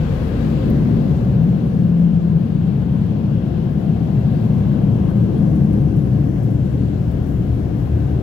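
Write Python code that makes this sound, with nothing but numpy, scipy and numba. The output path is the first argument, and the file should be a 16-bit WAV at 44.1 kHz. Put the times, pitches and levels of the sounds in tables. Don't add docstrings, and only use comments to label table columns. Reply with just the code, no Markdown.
import sys
import numpy as np
from scipy import signal
from scipy.fft import rfft, irfft
from scipy.io import wavfile
from scipy.ndimage import uniform_filter1d
from numba import njit

SR = 44100
rng = np.random.default_rng(int(sys.argv[2]) if len(sys.argv) > 2 else 0)


def materialize(psi):
    bounded = np.clip(np.atleast_2d(psi).T, -1, 1)
    quanta = np.round(bounded * 32767).astype(np.int16)
    wavfile.write(sys.argv[1], SR, quanta)


N = 362502
T_S = np.arange(N) / SR
LOG_HZ = np.log(np.arange(N // 2 + 1) * SR / N + 1)

# pitch_hz, width_hz, level_db
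BUFFET_MODES = [(34, 21, -8), (50.6, 35, -1)]
ROOF_MODES = [(75.4, 21, 0)]
DOOR_MODES = [(115.8, 22, 0)]
WINDSCREEN_MODES = [(143.3, 26.3, 0)]
SIDE_WINDOW_MODES = [(167.3, 13.5, 0.5)]
PILLAR_MODES = [(194.1, 32.3, -0.5)]
FLOOR_MODES = [(231, 35.5, 0)]
TRIM_MODES = [(273.7, 27, 0), (299, 22, 0), (329.9, 30, -5.5)]
# (per Hz, before scaling to rms 1)
RUSH_COLOUR = [(310, -30), (345, -3), (400, -5.5), (440, -9), (480, -29.5)]
ROAR_COLOUR = [(410, -28.5), (450, -1.5), (520, -3), (590, -6), (650, -27)]
WASH_COLOUR = [(560, -29), (620, -1), (730, -1), (820, -8.5), (900, -34)]
DRAUGHT_COLOUR = [(740, -28), (820, -0.5), (920, -1.5), (1040, -1), (1180, -5.5), (1450, -25.5)]
WHOOSH_COLOUR = [(1020, -25), (1220, -1.5), (1570, -1), (1850, -4), (2150, -6), (2500, -22)]
HISS_COLOUR = [(1950, -25), (2250, -2), (2700, -0.5), (3300, -4), (3700, -5), (4400, -7), (5000, -11),
               (5600, -37.5)]
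NOZZLE_COLOUR = [(2350, -24), (2650, 0.5), (3000, -2.5), (3300, 1.5), (3600, -26)]
FIZZ_COLOUR = [(4500, -30), (5100, -1.5), (6500, -3.5), (8300, -8), (9600, -28)]
SPRAY_COLOUR = [(7600, -25), (8800, -3), (10300, -1.5), (11900, 0), (13500, -3), (16000, -0.5)]
# pitch_hz, level_db (rms, against the gap whoosh)
FAN_TONES = [(526.2, -0.5), (1516.7, -16), (1522.8, -20.5), (1636.5, -18), (1643.5, -16)]
# start_s, click_db, rebound_delay_s, rebound_db
TICKS = [(.7017, -17, .0036, -21)]
# start_s, level_db, t60_s, ring_hz
WATER_SPLATS = [(1.813, -63, .08, 12100), (5.38, -59, .15, 10500), (5.49, -61, .1, 12100),
                (5.556, -53, .12, 11800), (5.731, -51, .06, 11500), (5.81, -60, .12, 12100),
                (5.963, -56, .35, 12800), (6.06, -61, .15, 11400), (6.428, -53, .3, 11700),
                (6.504, -55, .25, 11900), (6.81, -59, .1, 10800), (7.04, -61, .1, 11000),
                (7.112, -57, .1, 12300), (7.225, -59, .25, 11500), (7.264, -55, .25, 12200),
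                (7.547, -59, .15, 12100), (8.1, -60, .3, 12100)]
DRUM_LOADS = { "buffet": (-34.5, [(.4, 0.7, 12), (5.2, .5, 3.5), (7.4, 0.45, 8.5)]),
              "roof": (-30, [(-0.37, 1.5, 7.5), (6.5, 2.2, 6), (8, 0.51, 5), (5, 0.27, 1)]),
              "door": (-26, [(1.2, 0.37, 9), (2.7, .2, 4), (3.35, 0.14, 4.5), (4.3, .2, 1.5),
              (5.6, 1.46, 7), (7.8, 0.45, 5)]), "windscreen": (-23.5, [(.9, 0.36, 5), (2.5, 0.54, 3.5),
              (4.5, 0.5, 7), (5.9, 0.38, 7), (7.3, 0.17, 2.5)]), "side window": (-32, [(1.7, 0.94, 15.5),
              (3.05, 0.13, 3.5), (4.6, 2.37, 8), (5.5, 0.3, 7.5)]), "pillar": (-26, [(2.1, 0.85, 7),
              (5.0, 0.96, 9)]), "floor": (-31.5, [(.8, 0.4, 11), (1.9, 0.33, 5), (4.6, 1.55, 5.5)]),
              "trim": (-31, [(.8, 0.31, 6), (5.6, .5, 3.5), (7.3, 2.1, 5.5)])}
AIR_LOADS = { "rush": (-35, [(.85, 0.34, 6.2), (1.7, 0.36, 1.6), (5.1, 0.47, 2.1), (6.5, 2.2, 3.1)]),
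             "roar": (-37, [(.7, 0.9, 5.5), (3.3, 0.36, 1.8), (5.3, 0.84, 4.3)]),
             "wash": (-42.5, [(.8, 0.6, 5), (4.1, .7, 4.9), (5.4, 0.53, 2.2), (7.2, 1.2, 2.6)]),
             "draught": (-46.5, [(.4, 0.7, 6), (3.1, 0.39, 2), (4.8, .7, 4), (7.9, 0.46, 0.63)]),
             "gap whoosh": (-49.5, [(.2, 0.82, 7.7), (3.6, 0.35, 0.78), (4.7, .7, 3), (7.9, 0.96, 1.8)]),
             "seal hiss": (-52.5, [(.2, 0.95, 7.8), (3.3, 0.47, 1.7), (4.7, 0.62, 2), (7.8, .6, 0.9)]),
             "nozzle hiss": (-61.5, [(.3, 0.54, 4), (3.3, 0.6, 5.7), (4.8, .6, 5.1), (7.6, 0.72, 1.9)]),
             "fizz": (-61.5, [(.2, .9, 6.7), (5.1, .9, 2.5), (7.8, .9, 1.8)]),
             "spray": (-65, [(.5, 0.8, 6.5), (4.3, 0.56, 3), (5.4, .7, 3.5), (7.6, 0.94, 3.8)])}
# pitch_hz, gain_db, common_share (0-1), lag_rad, forward_db (phone facing forward)
SECOND_PORT = [(30, 2, 1, 0.26, -0.5), (75, -3.5, 0.96, 0.24, 0.5), (114, -3, 0.97, 0.19, 0.6),
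               (165, -5, 0.97, 0.24, 0), (210, -4.5, 0.86, 0.27, 3), (248, -7, 0.84, 0.26, 3),
               (320, -9, 0.8, 0.34, 3.5), (450, -7.5, .45, 0.4, 1), (554, -9.5, 0.4, 0.42, 2.5),
               (795, -9, .3, .45, 1.5), (1090, -9, 0, .8, 1), (2000, -9.5, 0, 0.96, 0),
               (4500, -13.5, .3, .88, 1), (6000, -19, .2, 0.98, 0), (7400, -26, .1, 0.93, -0.8),
               (8700, -18, 0, 1., -0.5), (9850, -3, .3, .89, 0), (12000, -5, .2, 0.96, 3),
               (15500, -10, .1, .91, 0.5)]

GUST_DB, GUST_PER_S = 1.2, 5.0
PANEL_WANDER, PANEL_WANDER_PER_S, PANEL_STEADY_S = 0.02, 3.0, 0.3
HUM_PEAK_S, HUM_HALF_S = 1.85, 0.85
HUM_SHARE, HUM_SAG, HUM_WANDER = 0.5, 0.12, 0.03
HUM_ROUGH_DB, HUM_ROUGH_PER_S = 3.5, 18
IMPACT_DB, IMPACT_S = 3, 0.003
TURN_S, TURN_SPAN_S = 1.9, 0.3
LIMIT_TOP, LIMIT_RATIO, ATTACK_S, RELEASE_S = 0.35, 1.46, 0.0034, 0.045
LOW_CUT_HZ, BASS_HZ, TOP_HZ = 44, 400, 15780
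TREBLE_SHARE = 0.32


def undb(db):
    return 10 ** (np.asarray(db) / 20)


def unit(x):
    return x / np.sqrt(np.mean(x ** 2))


def over_hz(table, edge=None):
    hz, *columns = np.transpose(table)
    return [np.interp(LOG_HZ, np.log(hz), column, edge, edge) for column in columns]


def smooth_twice(x, length):
    return uniform_filter1d(uniform_filter1d(x, length), length)


def walk(rate_per_s):
    hold = int(SR / rate_per_s)
    steps = np.repeat(rng.standard_normal(N // hold + 1), hold)
    return 1.3 * smooth_twice(steps, hold)[:N]


def swells(layers):
    levels_db = {}
    for name, (rest_db, sweeps) in layers.items():
        lifts_db = [lift_db * np.exp(-0.5 * ((T_S - peak_s) / half_s) ** 2) for peak_s, half_s, lift_db in sweeps]
        levels_db[name] = rest_db + sum(lifts_db)
    return levels_db


def turbulence(gain):
    return unit(irfft(rfft(rng.standard_normal((2, N))) * gain, N))


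def panel(modes):
    hz = np.exp(LOG_HZ)
    power = 0
    for pitch_hz, width_hz, level_db in modes:
        detune = (hz - pitch_hz * pitch_hz / hz) / width_hz
        power = power + undb(2 * level_db) / (1 + detune ** 2) ** 2
    place = np.cumsum(1 + PANEL_WANDER * walk(PANEL_WANDER_PER_S))
    fields = turbulence(np.sqrt(power))
    motion = np.array([np.interp(place, np.arange(N), field, period=N) for field in fields])
    return motion / np.sqrt(smooth_twice(motion ** 2, int(PANEL_STEADY_S * SR)))


def side_window():
    lock = np.exp(-0.5 * ((T_S - HUM_PEAK_S) / HUM_HALF_S) ** 2)
    bend = 1 - HUM_SAG * (1 - lock) + HUM_WANDER * walk(HUM_ROUGH_PER_S)
    pitch_hz = SIDE_WINDOW_MODES[0][0] * bend
    phase_rad = 2 * np.pi * (np.cumsum(pitch_hz) / SR + rng.random((2, 1)))
    hum = unit(undb(HUM_ROUGH_DB * walk(HUM_ROUGH_PER_S)) * np.sin(phase_rad))
    share = np.clip(HUM_SHARE * lock, 0, 1)
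    return np.sqrt(share) * hum + np.sqrt(1 - share) * panel(SIDE_WINDOW_MODES)


def body():
    parts = {
        "buffet": panel(BUFFET_MODES), "roof": panel(ROOF_MODES), "door": panel(DOOR_MODES),
        "windscreen": panel(WINDSCREEN_MODES), "side window": side_window(), "pillar": panel(PILLAR_MODES),
        "floor": panel(FLOOR_MODES), "trim": panel(TRIM_MODES)}
    loads_db = swells(DRUM_LOADS)
    return sum(undb(loads_db[name] + GUST_DB * walk(GUST_PER_S)) * part for name, part in parts.items())


def coloured(colour, drift_db=0.4, flutter_db=0.87, count=4):
    noise = rfft(turbulence(undb(over_hz(colour, edge=-200)[0])))
    place = np.interp(LOG_HZ, np.log([colour[0][0], colour[-1][0]]), [0, count - 1])
    total = 0
    for k in range(count):
        band = irfft(noise * np.clip(1 - abs(place - k), 0, 1), N)
        total = total + undb(drift_db * walk(1.6) + flutter_db * walk(9)) * band
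    return unit(total)


def fan_whine():
    whine = np.zeros((2, N))
    for pitch_hz, level_db in FAN_TONES:
        speed = 1 + 0.0006 * walk(3)
        phase_rad = 2 * np.pi * (pitch_hz * np.cumsum(speed) / SR + rng.random((2, 1)))
        whine += np.sqrt(2) * undb(level_db + 1.6 * walk(2.54)) * np.sin(phase_rad)
    return whine


def air():
    db = swells(AIR_LOADS)
    whoosh = undb(0.24 * walk(5.9)) * coloured(WHOOSH_COLOUR) + fan_whine()
    patter_db = 0.25 * walk(16) + 0.7 * walk(40)
    fizz_db = db["fizz"] + 0.4 * patter_db + 0.4 * walk(10)
    mix = undb(db["rush"] + 0.17 * walk(23)) * coloured(RUSH_COLOUR, count=2)
    mix += undb(db["roar"]) * coloured(ROAR_COLOUR, count=2)
    mix += undb(db["wash"]) * coloured(WASH_COLOUR, count=2)
    mix += undb(db["draught"]) * coloured(DRAUGHT_COLOUR, count=2)
    mix += undb(db["gap whoosh"]) * whoosh
    mix += undb(db["seal hiss"] + 0.55 * walk(9)) * coloured(HISS_COLOUR)
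    mix += undb(db["nozzle hiss"]) * coloured(NOZZLE_COLOUR, count=2)
    mix += undb(fizz_db) * coloured(FIZZ_COLOUR, drift_db=0.5)
    mix += undb(db["spray"] + patter_db) * coloured(SPRAY_COLOUR, drift_db=0.5)
    return mix


def tick():
    click, rebound = np.zeros((2, N))
    for start_s, click_db, delay_s, rebound_db in TICKS:
        click[int(start_s * SR)] = undb(click_db)
        rebound[int((start_s + delay_s) * SR)] = undb(rebound_db)
    out = click + signal.lfilter(*signal.iirpeak(12800, 12, SR), rebound)
    out = signal.sosfilt(signal.butter(4, 11500, "high", fs=SR, output="sos"), out)
    return np.array([out, out])


def splats():
    out, span_s = np.zeros((2, N)), T_S[:SR // 16]
    length = len(span_s)
    high_pass = signal.butter(2, 7000, "high", fs=SR, output="sos")
    runoff = np.clip((span_s[-1] - span_s) / 0.03, 0, 1)
    for start_s, level_db, t60_s, ring_hz in WATER_SPLATS:
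        noise = rng.standard_normal((2, length))
        hiss = signal.sosfilt(high_pass, noise)
        ring = signal.lfilter(*signal.iirpeak(ring_hz, 9.0, SR), noise)
        droplets = undb(2.2 * np.repeat(rng.standard_normal(length // 128 + 1), 128)[:length])
        impact_db = IMPACT_DB * np.exp(-span_s / IMPACT_S)
        decay_db = -60 * span_s / max(t60_s, 0.01)
        envelope = droplets * runoff * undb(level_db + impact_db + decay_db)
        start = int(start_s * SR)
        out[:, start:start + length] += (0.73 * hiss + 1.6 * ring) * envelope
    return out


def scene():
    return body() + air() + tick() + splats()


@njit
def follow(x, attack, release):
    level, out = x[0], np.empty(len(x))
    for i in range(len(x)):
        level += (x[i] - level) * (attack if x[i] > level else release)
        out[i] = level
    return out


def second_port(dry):
    gain_db, share, lag_rad, forward_db = over_hz(SECOND_PORT)
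    share = np.clip(share, 0, 1)
    first, other = rfft(dry)
    second = undb(gain_db) * (share * np.exp(-1j * lag_rad) * first + np.sqrt(1 - share ** 2) * other)
    forward = 0.5 - 0.5 * np.tanh((T_S - TURN_S) / TURN_SPAN_S)
    return forward * irfft(undb(forward_db) * second, N) + (1 - forward) * irfft(second, N)


def gain_control(pair):
    envelope = follow(np.abs(pair).max(axis=0), 1 / (ATTACK_S * SR), 1 / (RELEASE_S * SR))
    gain = np.minimum(1, LIMIT_TOP / (envelope + 1e-9)) ** (1 - 1 / max(LIMIT_RATIO, 1))
    bass = signal.sosfiltfilt(signal.butter(2, BASS_HZ, fs=SR, output="sos"), pair)
    return gain * bass + gain ** TREBLE_SHARE * (pair - bass)


def record(dry):
    low_cut = signal.butter(2, LOW_CUT_HZ, "high", fs=SR, output="sos")
    pair = signal.sosfilt(low_cut, [dry[0], second_port(dry)])
    top_cut = signal.ellip(12, 0.2, 80, TOP_HZ, fs=SR, output="sos")
    return signal.sosfilt(top_cut, gain_control(pair))


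dry = scene()
out = record(dry)
materialize(out)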